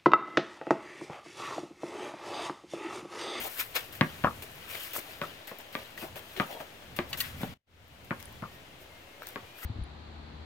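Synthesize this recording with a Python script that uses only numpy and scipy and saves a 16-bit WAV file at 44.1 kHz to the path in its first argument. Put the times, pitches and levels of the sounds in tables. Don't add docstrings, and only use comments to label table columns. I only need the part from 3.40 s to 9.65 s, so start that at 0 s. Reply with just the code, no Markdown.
import sys
import numpy as np
from scipy import signal
from scipy.io import wavfile
from scipy.ndimage import uniform_filter1d

SR = 44100
rng = np.random.default_rng(int(sys.argv[2]) if len(sys.argv) > 2 else 0)


def linear_from_db(decibels):
    return 10 ** (np.asarray(decibels, float) / 20)


def materialize(psi):
    bounded = np.clip(np.atleast_2d(psi).T, -1, 1)
    quanta = np.round(bounded * 32767).astype(np.int16)
    wavfile.write(sys.argv[1], SR, quanta)


N = 275625

# [f/Hz, density level/dB]
HUSH = [(120, -31), (200, -4), (252, -7), (290, -18.5), (365, 1), (426, -7.5), (545, -3.5), (1140, -10.5),
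        (3070, -10), (8000, -28), (10400, -50), (17600, -120)]
FIZZ = [(2940, -27.5), (5000, -13), (5890, -5.5), (7940, -5.5), (10400, -4.5), (15100, -1.5), (15800, -5.5)]
WIND = [(12, -52), (20, -10.5), (22, -20.5), (81, 0), (195, -9), (253, -11), (280, -14.5), (300, -19),
        (390, -46.5), (660, -120)]
# [t/s, time to fade 20 dB/s, wind level/dB, hush lift level/dB]
GUSTS = [
    (0.77, 1.1, -50.5, -57.5),
    (1.83, 0.25, -53, -70),
    (2.4, 0.4, -59, -69.5),
    (2.72, 0.4, -54, -75),
    (3.65, 0.55, -48.5, -71),
    (4.0, 0.9, -46.5, -63.5),
    (4.35, 0.5, -51, -66),
    (4.84, 1.35, -51, -56.5),
    (6.04, 0.5, -59.5, -58.5),
]
# [t/s, time to fade 20 dB/s, level/dB]
RUSTLES = [
    (0.2, -0.3, -60),
    (0.7, 3, -78),
    (0.95, 1.6, -57.5),
    (1.6, 0.4, -59),
    (3.0, 1, -61.5),
    (3.87, 0.22, -53.5),
    (4.82, .5, -60),
    (6.04, 5, -67),
]
# [f/Hz, left-right level/dB]
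SAME = [(30, .6), (80, 0.87), (150, 0.9), (400, 0.86), (1000, 0.12), (2500, 0.12), (5000, 0.14),
        (9000, 0.53), (15000, 0.22)]
SIDEWAYS = [(60, -0.5), (180, 0), (550, -1), (1650, 7), (4970, 3.5), (15000, 0.5)]
# [f/Hz, phase/rad]
LEAD = [(60, 0), (200, .1), (1300, 1.1), (2800, 1.5), (4600, 5.4), (5300, 6.1), (12000, 6.3), (16000, 5)]
# [t/s, length/s, f/Hz, level/dB, glide/Hz]
BIRD = [(3.115, 0.066, 3410, -59.5, -180), (4.9, .09, 3400, -71, -30), (5.08, 0.13, 1857, -69, 9),
        (5.3, .1, 1840, -78, 30), (5.39, 0.07, 2200, -69, -89.5), (5.485, 0.12, 2130, -67, -13),
        (5.66, 0.14, 2120, -68.5, 40), (5.9, .05, 2150, -70, 10), (6.04, .08, 2900, -71, 10),
        (5.598, 0.14, 2710, -71.5, -16), (6.046, 0.089, 2400, -67, 21), (6.14, 0.045, 2420, -62.5, 16)]

# [f/Hz, density level/dB]
GRIT = [(2940, -21.5), (5000, -3.5), (7090, -4), (10700, -2), (11600, 2.5), (15200, 6), (16300, -6.5),
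        (16500, -47.5)]
SOLE = [(600, -33), (1100, -1), (2200, 1.5), (3500, -0.5), (6000, -12.5), (9000, -23)]
TREAD = [(150, -17.5), (300, -4), (600, 3), (950, -3.5), (1600, -36)]
# [f/Hz, left-right level/dB]
SHOE_SAME = [(150, 0.41), (400, 0.99), (1000, 0.17), (2500, 0.23), (5000, 0.52), (9000, 0.98),
             (15000, 0.24)]
SHOE_SIDEWAYS = [(150, -.5), (500, 2), (1500, 6), (3000, 6.5), (5500, 2.5), (9000, 1), (14000, 6.5)]
LINGER = [0.51, 0.78, 0.73]
# [t/s, time to fade 20 dB/s, grit, rubber, tread level/dB]
STAMPS = [(0.353, 0.14, -36, -38, -47), (0.524, 0.15, -49.5, -52, -69), (0.552, 0.1, -49.5, -56, -70),
          (0.441, 0.16, -53, -62, -70), (0.610, 1.1, -58, -53.5, -65), (1.022, 0.09, -45, -48, -48.5),
          (1.814, 0.44, -55.5, -50, -55), (2.072, 0.12, -47, -47, -60), (2.328, 0.46, -54.5, -51, -67),
          (2.965, 0.1, -54, -47, -51), (2.979, 0.0059, -60, -50, -42), (3.0, 0.13, -54, -46.5, -57),
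          (3.564, 0.09, -45, -48, -59), (3.589, 0.22, -69, -52.5, -47), (3.7295, 0.06, -45.5, -40, -50),
          (3.8037, 0.05, -29.5, -38.5, -53.5), (4.032, 0.24, -54.5, -53, -52.5),
          (4.039, 0.02, -54, -49, -45), (4.645, 0.04, -56, -65.5, -73), (5.82, 0.2, -60.5, -56, -55),
          (5.867, 0.24, -53.5, -56, -74)]
# [t/s, time to fade 20 dB/s, grit, rubber, tread level/dB]
SLIDES = [(0.12, 0.52, -46.5, -53, -63.5), (0.201, 0.0628, -32, -35, -48), (0.363, 0.04, -40, -33, -40),
          (1.345, 0.5, -60, -48.5, -61), (1.48, 0.63, -52, -53.5, -71), (1.565, 0.03, -34.5, -59, -53),
          (1.7, 0.24, -57.5, -53.5, -56.5), (2.212, 1, -68, -64, -72), (2.378, 0.1, -76, -71, -49),
          (2.63, 0.14, -50.5, -52.5, -45), (2.93, 1.1, -61.5, -60, -69), (2.99, 0.18, -60, -50, -53),
          (3.116, 0.13, -52, -50, -43.5), (3.205, 0.06, -54.5, -49, -44.5), (3.63, 0, -76, -60.5, -50),
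          (3.702, 0.04, -50, -65, -60), (3.72, 0.2, -64, -59, -55), (3.83, 0.22, -51, -47, -56.5),
          (4.023, 0, -53, -44, -64), (4.802, 0.04, -57, -54, -62), (5.42, 0.06, -58.5, -62, -65),
          (5.39, -0.03, -60, -66, -70), (5.135, 0.2, -65, -70, -70), (5.836, 1, -79, -66, -59.5),
          (6.188, 0.08, -54, -56, -58), (6.235, 0.1, -46.5, -51.5, -60), (4.012, 0.12, -51, -51, -53),
          (1.295, 0.03, -48, -50.5, -51.5)]
# [t/s, length/s, grit, rubber, tread level/dB]
DRAGS = [
    (0.002, 0.074, -43, -45, -41),
    (1.301, 0.078, -47, -49.5, -51),
    (1.397, 0.075, -46.5, -50.5, -70),
    (1.535, 0.055, -42, -44, -46.5),
    (2.191, 0.027, -59, -55, -54.5),
    (2.576, 0.06, -51, -51, -69.5),
    (2.758, 0.026, -50, -48.5, -46.5),
    (3.774, 0.03, -42, -48, -54),
]
# [t/s, peak level/dB, f/Hz, left-right level/dB]
TICKS = [(0.4439, -39, 13100, 6), (0.5242, -44, 12800, 5.0), (0.553, -39, 15100, 6), (0.985, -45, 13500, 5),
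         (0.8245, -46, 13500, 6), (1.117, -44, 13000, 11.5), (1.133, -58, 14500, 4), (1.15, -45, 13500, 4),
         (1.157, -43, 12500, 4), (1.163, -49, 12500, 4), (0.612, -31.5, 9000, 4.5), (1.35, -38, 11900, 11),
         (1.367, -40, 15100, 8), (1.2905, -38, 14400, 7), (1.535, -25, 14700, 1), (1.5545, -26, 13400, 2),
         (1.571, -33, 14200, 6), (1.5633, -33, 15600, 2), (1.7868, -41, 14500, 9), (2.074, -39, 14300, 4),
         (2.187, -32.5, 14740, 5), (2.2104, -36, 15000, 7), (2.3271, -41, 14200, 7),
         (2.262, -52, 11300, 2.5), (2.7937, -34, 12500, 5.5), (3.0694, -40, 13900, 14),
         (3.5638, -30.5, 15500, -0.5), (3.8037, -18.5, 14530, 6), (4.4812, -44, 13600, 7),
         (4.8017, -35, 14190, 9), (4.827, -33, 8900, 10), (4.856, -38, 9500, -13.5),
         (4.927, -42, 12700, 3.5), (5.8316, -40, 15000, 7), (5.8705, -24.5, 16000, 7),
         (5.8882, -34, 14000, 15)]
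# [t/s, peak level/dB, f/Hz, left-right level/dB]
TAPS = [(0.3556, -32, 4200, 3), (1.023, -52, 2470, 6), (1.3528, -30, 2201, 9), (1.532, -38, 3460, 5.8),
        (1.5621, -29.5, 1210, 3.7), (1.5536, -34, 1500, 4), (2.5778, -34, 1900, 3.7),
        (2.7573, -36.5, 2500, 8.0), (4.0323, -32, 1500, 3), (4.0334, -35, 3600, 3),
        (2.9646, -39, 2220, 7.0), (2.966, -36, 3500, 6), (5.8208, -39, 1320, 5.3), (5.821, -43, 2300, 5),
        (5.832, -41, 1500, 5), (5.8707, -38, 1700, 5), (5.8705, -36, 8500, 6), (5.889, -40, 8500, 8),
        (5.022, -47, 13000, 5)]
# [t/s, time to fade 20 dB/s,
# f/Hz, level/dB]
SQUEAKS = [(0.199, .025, 2300, -39), (0.362, .025, 2500, -36), (2.579, .012, 1800, -43),
           (2.606, .015, 2800, -51), (2.629, .008, 600, -44), (2.637, .018, 350, -39),
           (2.992, .006, 450, -40), (3.108, .035, 750, -47), (4.018, .015, 3600, -50),
           (4.0335, .005, 750, -34), (4.045, .012, 750, -39), (5.965, .006, 420, -40),
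           (5.9695, .008, 400, -40), (5.977, .01, 1250, -44), (5.988, .02, 400, -50),
           (4.88, .025, 1800, -56), (6.186, .012, 1450, -51), (6.229, .04, 1420, -46),
           (6.232, .04, 1990, -45)]
# [t/s, time
# to fade 20 dB/s, f/Hz, level/dB]
BLOOMS = [(0.842, 0.005, 3200, -38), (0.871, 0.01, 1650, -33), (0.862, .01, 1300, -30),
          (0.852, .02, 2600, -38), (0.843, .008, 1700, -34), (0.857, .01, 1600, -33),
          (1.84, 0.023, 1250, -36), (2.98, .03, 380, -34.5), (3.007, 0.013, 2200, -39),
          (4.7095, 0.0046, 2200, -48), (4.7225, 0.0092, 1450, -33.5), (4.729, .006, 1100, -35),
          (5.024, 0.008, 1900, -43), (4.718, .012, 2200, -41), (5.029, .008, 700, -36.5),
          (5.035, 0.0067, 1050, -39), (5.04, 0.014, 1350, -41.5), (5.047, 0.033, 1170, -40)]

# [f/Hz, level/dB, t60/s]
FRAME = [(1146, -16.5, 0.057), (1920, -9.5, .07), (2000, -15, 0.056), (2630, -5.5, 0.027),
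         (2910, 1.5, 0.03), (3500, -5, 0.017), (3890, -5, .025), (4450, -1, 0.02), (5200, -7.5, 0.013),
         (6600, -7.5, .012)]
# [t/s, level/dB, brightness/dB per octave]
CLATTERS = [
    (3.7300, -28.5, -1),
    (3.7323, -35, -2.5),
    (3.7406, -37, -8.5),
    (3.8044, -26.5, 3),
    (3.808, -29, 0.5),
    (3.8105, -33, -1),
    (3.8127, -32.5, -1),
]
# [t/s, f/Hz, level/dB, t60/s]
RINGS = [(0.8462, 1300, -14, .012), (0.8474, 1200, -14, .024), (0.8688, 1250, -22, .04),
         (0.8715, 1400, -20, .025), (0.8795, 1150, -22, .04), (0.885, 1300, -27, .02),
         (0.909, 1200, -32, .03), (0.8535, 1000, -21.5, .04), (0.8465, 560, -20, 0.026),
         (3.0052, 1150, -18, .016), (2.9998, 1150, -18, .014), (3.016, 1200, -28, .03),
         (3.029, 1200, -30, .04), (2.9785, 400, -31, .03), (2.9905, 1800, -35, .008),
         (3.593, 236, -34, 0.12), (3.595, 353, -27, .11), (0.617, 237, -31, .1), (4.7088, 1260, -24, .012),
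         (5.0235, 1440, -38, 0.017)]

# [t/s, level/dB]
ECHOES = [(.0022, -13), (.009, -17), (.0145, -18), (.0265, -21), (.035, -20)]
# [f/Hz, t60/s]
PATIO = [(150, 0.2), (600, 0.22), (1500, 0.19), (2500, 0.14), (4000, 0.06), (12000, 0.023)]

# [t/s, landing crack level/dB, then spring-off crack, shell thud, air cavity
# level/dB re landing crack]
HITS = [
    (0.6105, -8, -7, -3, -7.5),
    (0.8392, -22.5, 12.5, 6, 3.5),
    (1.816, -21.5, -6.5, -11, 0.5),
    (2.352, -19.5, -12, -7.5, -2.5),
    (2.999, -14.5, -3, -5.5, -2),
    (4.708, -19, -2, -2.5, -7),
    (5.0225, -35, 5.5, 6.5, -10),
]
FIRMNESS = [0.987, 1.01, 1, 1.67, 1.124, 1.01, 0.94]
THUMPS = [
    (4.0063, -55.5, -27, 24, -14),
    (4.0312, -34, -24, 10.8, -3),
]
HEELS = [
    (2.1146, -37.5, 1.5, 1.5, 0),
    (2.626, -38, -6, 5, 1),
]
KNOCKS = [
    (3.2025, -36, 1, 1.5, -3.5),
    (3.5889, -16.5, -12, -3, -1),
    (5.9587, -26, -4.5, -3.5, -3),
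]
# [f/Hz, level/dB, t60/s]
SHELL = [(191.6, -2, 0.069), (160.8, -6, 0.12), (237, -5, 0.11), (394.5, -8, 0.05)]
# [f/Hz, level/dB, t60/s]
CAVITY = [(1020, -11, 0.02), (1190, -7, 0.022), (697, -8, 0.013), (1600, -12, 0.018), (2340, -15, 0.02)]

# [t/s, level/dB]
CUT = [
    (4.139, 0),
    (4.143, -14),
    (4.172, -21),
    (4.178, -36),
    (4.219, -44),
    (4.221, -22),
    (4.262, -14),
    (4.272, -2),
    (4.28, 0),
]

JOIN_S = 4.22
FADE_IN_S, FADE_IN_TAU_S = 4.248, 0.28
OFFSET, EDGE_HZ = -.0006, 15950
HUSH_DB, FIZZ_DB, CALM_DB = (-53.5, -55.5), (-66, -70.5), (-65.5, -85)
BIRD_DB = 7
STAMP_RISE_S, STAMP_HOLD = 0.00069, 0.048
SLIDE_RISE, SLIDE_HOLD = 0.58, 0.11
DRAG_RISE_S, DRAG_FADE_S = .004, 0.053
NOTE_RISE, NOTE_WIDTH = .4, .2
SQUASH_DB, SQUASH_S = -6, 0.0051
CONTACT_S, LONGER_PER_DB = 0.0055, .0065
CRACK_HZ, HEEL_HZ, SOFTER_HZ_PER_DB = 1775, 1020, 20.5
STIFFER = 1.7
SOFT_BALL_DB = -16


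def evened(x):
    return x / np.sqrt(np.mean(x ** 2) + 1e-20)


def read(points, hz):
    f, value = np.transpose(points)
    return np.interp(np.log(hz + 1), np.log(f + 1), value)


def add(mix, s, sound):
    part = mix[..., round(s * SR):][..., :sound.shape[-1]]
    part += sound[..., :part.shape[-1]]


def ring(hz, db, t60, t):
    return -linear_from_db(db - 60 * t / t60) * np.sin(2 * np.pi * hz * t)


def swell(t, s, rise_s, hold_s, fade_s):
    rise_s, fade_s = np.maximum(rise_s, 2e-4), np.maximum(fade_s, 2e-3)
    outside = np.maximum((s - t) / rise_s, (t - s - hold_s) / fade_s)
    return linear_from_db(-20 * np.maximum(outside, 0))


def noise(colour, ports, patchy_db, flicker_db, size=512):
    frames, hz = 4 * N // size + 5, np.fft.rfftfreq(size, 1 / SR)
    a, b, c, d, patches = rng.standard_normal((frames, len(hz), 5), np.float32).T
    patches = uniform_filter1d(patches, size=6, axis=0)
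    patches = evened(uniform_filter1d(patches, size=10, axis=1))
    same, sideways_db, lead = (read(table, hz)[:, None] for table in ports)
    same = np.clip(same, -1, 1)
    left = a + 1j * b
    right = (same * left + np.sqrt(1 - same ** 2) * (c + 1j * d)) * np.exp(-1j * lead)
    z = np.array([left * linear_from_db(sideways_db / 2), right / linear_from_db(sideways_db / 2)])
    flicker = flicker_db * rng.standard_normal(frames)
    z *= linear_from_db(read(colour, hz)[:, None] + patchy_db * patches + flicker)
    x = signal.istft(z, nperseg=size, noverlap=size * 3 // 4)[1][:, :N]
    return x / np.sqrt(np.mean(x.mean(0) ** 2))


def patio(x, tail_db):
    taps = np.zeros((2, 13000))
    at = np.arange(100, 12980, 20) + rng.integers(0, 20, (2, 644))
    np.put_along_axis(taps, at, rng.choice([-1., 1.], at.shape), 1)
    hz, t, z = signal.stft(taps, SR, nperseg=256)
    same = np.clip(read(SAME, hz), -1, 1)[:, None]
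    z[1] = same * z[0] + np.sqrt(1 - same ** 2) * z[1]
    decay = linear_from_db(-60 * t / read(PATIO, hz)[:, None])
    tail = signal.istft(z * decay, SR, nperseg=256)[1]
    tail *= linear_from_db(tail_db) / np.linalg.norm(tail[0])
    for (s, db), shift in zip(ECHOES, rng.uniform(.95, 1.05, len(ECHOES))):
        tail[:, round(s * shift * SR)] += linear_from_db(db)
    return signal.oaconvolve(np.atleast_2d(x), tail, axes=1)


def air():
    t = np.arange(0, N + 64, 64) / SR
    second = t > JOIN_S
    hush, fizz, wind = (linear_from_db(np.where(second, db[1], db[0])) ** 2 for db in (HUSH_DB, FIZZ_DB, CALM_DB))
    for s, fade_s, wind_db, hush_db in GUSTS:
        same_shot = second == (s > JOIN_S)
        gust = swell(t, s, 0.71 * fade_s, 0, fade_s) ** 2 * same_shot
        wind = wind + linear_from_db(2 * wind_db) * gust
        hush = hush + linear_from_db(2 * hush_db) * gust
    for s, fade_s, db in RUSTLES:
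        same_shot = second == (s > JOIN_S)
        fizz = fizz + linear_from_db(2 * db) * swell(t, s, fade_s, 0, fade_s) ** 2 * same_shot
    hush, fizz, wind = (np.interp(np.arange(N) / SR, t, np.sqrt(power)) for power in (hush, fizz, wind))
    ports = SAME, SIDEWAYS, LEAD
    return (hush * noise(HUSH, ports, .7, .3)
            + fizz * noise(FIZZ, ports, 1.2, .8)
            + wind * noise(WIND, ports, 0.79, 1.7, size=4096))


def bird():
    out = np.zeros(N)
    for s, length, hz, db, glide_hz in BIRD:
        t = np.arange(0, length, 1 / SR)
        turns = np.cumsum(hz + glide_hz * t / length) / SR
        whistle = np.sin(2 * np.pi * turns) * signal.windows.tukey(len(t), .3)
        add(out, s, linear_from_db(db + BIRD_DB) * whistle)
    waver = evened(uniform_filter1d(rng.standard_normal(N), size=500))
    return out * (1 + .15 * waver)


def scuffs():
    power, ports = np.zeros((3, N)), (SHOE_SAME, SHOE_SIDEWAYS, LEAD)
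    linger = np.array(LINGER)[:, None]
    # row, rise s, hold s, fade s
    shapes = [(row, STAMP_RISE_S, STAMP_HOLD * row[1], row[1]) for row in STAMPS]
    shapes += [(row, DRAG_RISE_S, row[1], DRAG_FADE_S) for row in DRAGS]
    shapes += [(row, SLIDE_RISE * row[1], SLIDE_HOLD * row[1], row[1]) for row in SLIDES]
    for (s, _, *db), rise_s, hold_s, fade_s in shapes:
        start = max(s - 3 * rise_s, 0)
        t = np.arange(start, s + hold_s + 4 * fade_s, 1 / SR)
        stroke = linear_from_db(np.array(db))[:, None] * swell(t, s, rise_s, hold_s, fade_s * linger)
        add(power, start, stroke ** 2)
    grit, rubber, tread = np.sqrt(power)
    unevenness = evened(uniform_filter1d(rng.standard_normal(N), size=40))
    grains = evened(linear_from_db(1.8 * unevenness))
    return (grit * grains * noise(GRIT, ports, 1.2, 1.3)
            + rubber * noise(SOLE, ports, 2.2, 1.8)
            + tread * noise(TREAD, ports, 5.2, 2.9))


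def ticks():
    out, t = np.zeros((2, N)), np.arange(500) / SR
    puffs = rng.standard_normal((len(TICKS + TAPS), 500))
    for (s, db, hz, pan_db), puff in zip(TICKS + TAPS, puffs):
        rough = 1 + uniform_filter1d(puff, size=int(SR / hz)) * np.sqrt(SR / hz)
        onset = 1 - np.exp(-t * hz * 3)
        click = ring(hz, db, .002 + 22 / hz, t) * rough * onset
        add(out, s, np.array([click * linear_from_db(pan_db / 2), np.roll(click, 3) / linear_from_db(pan_db / 2)]))
    return out


def squeaks_and_blooms():
    out, t = np.zeros((2, N)), np.arange(6000) / SR
    lead_in_s = .04
    rubs = rng.standard_normal((len(SQUEAKS + BLOOMS), 2, 6000))
    for (s, fade_s, hz, db), (a, b) in zip(SQUEAKS + BLOOMS, rubs):
        r = np.exp(-np.pi * NOTE_WIDTH * hz / SR)
        narrow = signal.lfilter([1], [1, -2 * r, r * r], a + 1j * b)
        note = evened((narrow * np.exp(2j * np.pi * hz * t)).real)
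        note = note * linear_from_db(db) * swell(t, lead_in_s, NOTE_RISE * fade_s, 0, fade_s)
        add(out, s - lead_in_s, np.array([linear_from_db(2.5) * note, linear_from_db(-2.5) * np.roll(note, 6)]))
    return out


def racket_frame():
    out, low, t = np.zeros(N), np.zeros(N), np.arange(6000) / SR
    for s, db, tilt_db in CLATTERS:
        clatter = np.zeros(len(t))
        for k, (hz, mode_db, t60) in enumerate(FRAME):
            bright_db = tilt_db * np.log2(hz / 2900)
            clatter += (-1) ** k * ring(hz, db + mode_db + bright_db, t60, t)
        add(out, s, clatter)
    for s, hz, db, t60 in RINGS:
        add(low if hz < 500 else out, s, ring(hz, db, max(t60, .005), t))
    return low + np.array([linear_from_db(2.0) * out, linear_from_db(-3.0) * np.roll(out, 3)])


def snap(hz, db, t, damping=1.0):
    u = 2 * hz * t
    return -linear_from_db(db) * u * np.exp(damping * (1 - u)) * np.sin(np.pi * u)


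def ball():
    t, out = np.arange(6000) / SR, np.zeros((2, N))
    blows = HITS + THUMPS + HEELS + KNOCKS
    detune = rng.uniform(.95, 1.05, (len(blows), 9))
    detune[len(HITS + THUMPS):, 5:] *= STIFFER
    detune[:len(HITS), 5:] *= np.array(FIRMNESS)[:, None]
    felt = signal.butter(3, [95, 6200], "bandpass", fs=SR, output="sos")
    pitch = [CRACK_HZ] * len(HITS) + [HEEL_HZ] * len(THUMPS + HEELS) + [CRACK_HZ] * len(KNOCKS)
    for (s, db, spring_db, thud_db, cavity_db), hz, d in zip(blows, pitch, detune):
        hz = hz - SOFTER_HZ_PER_DB * spring_db
        contact_s = CONTACT_S * (1 + LONGER_PER_DB * spring_db)
        cavity = sum(ring(f * k, db + cavity_db + g, t60, t) for (f, g, t60), k in zip(CAVITY, d))
        cavity = cavity * (1 - np.exp(-t / 0.00017))
        treble = snap(hz, db, t) + cavity * linear_from_db(min(-spring_db, 0))
        spring_off = snap(0.61 * hz, db + spring_db - 1.5, t, damping=1.4)
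        add(treble, contact_s, spring_off + cavity * linear_from_db(min(spring_db, 0)))

        thud = -sum(ring(f * k, db + thud_db + g - 6.5, t60 / k ** 2, t)
                    for (f, g, t60), k in zip(SHELL, d[5:]))
        squash_turn = np.minimum(t * d[5] / SQUASH_S, 1) ** 1.5
        squash = linear_from_db(db + thud_db + SQUASH_DB) * np.sin(2 * np.pi * squash_turn)
        bass = np.roll(thud * (1 - np.exp(-t / .002)), 75) + np.roll(squash, 56)

        soft_ball = s > JOIN_S and d[5] < 1.2
        edge = snap(1.52 * hz, db - 3.5 + SOFT_BALL_DB * soft_ball, t)
        treble, bass, edge = signal.sosfilt(felt, [treble, bass, edge])
        add(out, s, patio(treble + .4 * bass + .4 * edge, -9.5))
        treble = treble + edge + np.roll(edge, round(contact_s * SR)) * linear_from_db(min(spring_db, 0) - 18)
        lag = -4 if s > JOIN_S else 4
        left = linear_from_db(3.3) * treble + bass
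        right = linear_from_db(-3.3) * np.roll(treble, lag) + np.roll(bass, 2 * lag)
        add(out, s, np.roll([left, right], 12, 1))
    return out


def scene():
    background = air() + bird()
    shoes = scuffs() + ticks()
    shoe_echo = linear_from_db(-15.5) * patio(shoes, -2.9)[:, :N]
    return background + shoes + shoe_echo + squeaks_and_blooms() + racket_frame() + ball()


def top_cut(x):
    return signal.sosfilt(signal.butter(12, 16990, fs=SR, output="sos"), x)


def record(dry):
    s, db = np.transpose(CUT)
    t = np.arange(N) / SR
    since_s = np.maximum(t - FADE_IN_S, .02)
    fade = np.where(t > JOIN_S, 1 - np.exp(-since_s / FADE_IN_TAU_S), 1)
    joined = (dry + OFFSET) * fade * linear_from_db(np.interp(t, s, db))
    band_limit = signal.firwin(401, EDGE_HZ, window=("kaiser", 7), fs=SR)
    mix = signal.oaconvolve(joined, band_limit[None], "same")
    return top_cut(mix)


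dry = scene()
out = record(dry)
materialize(out)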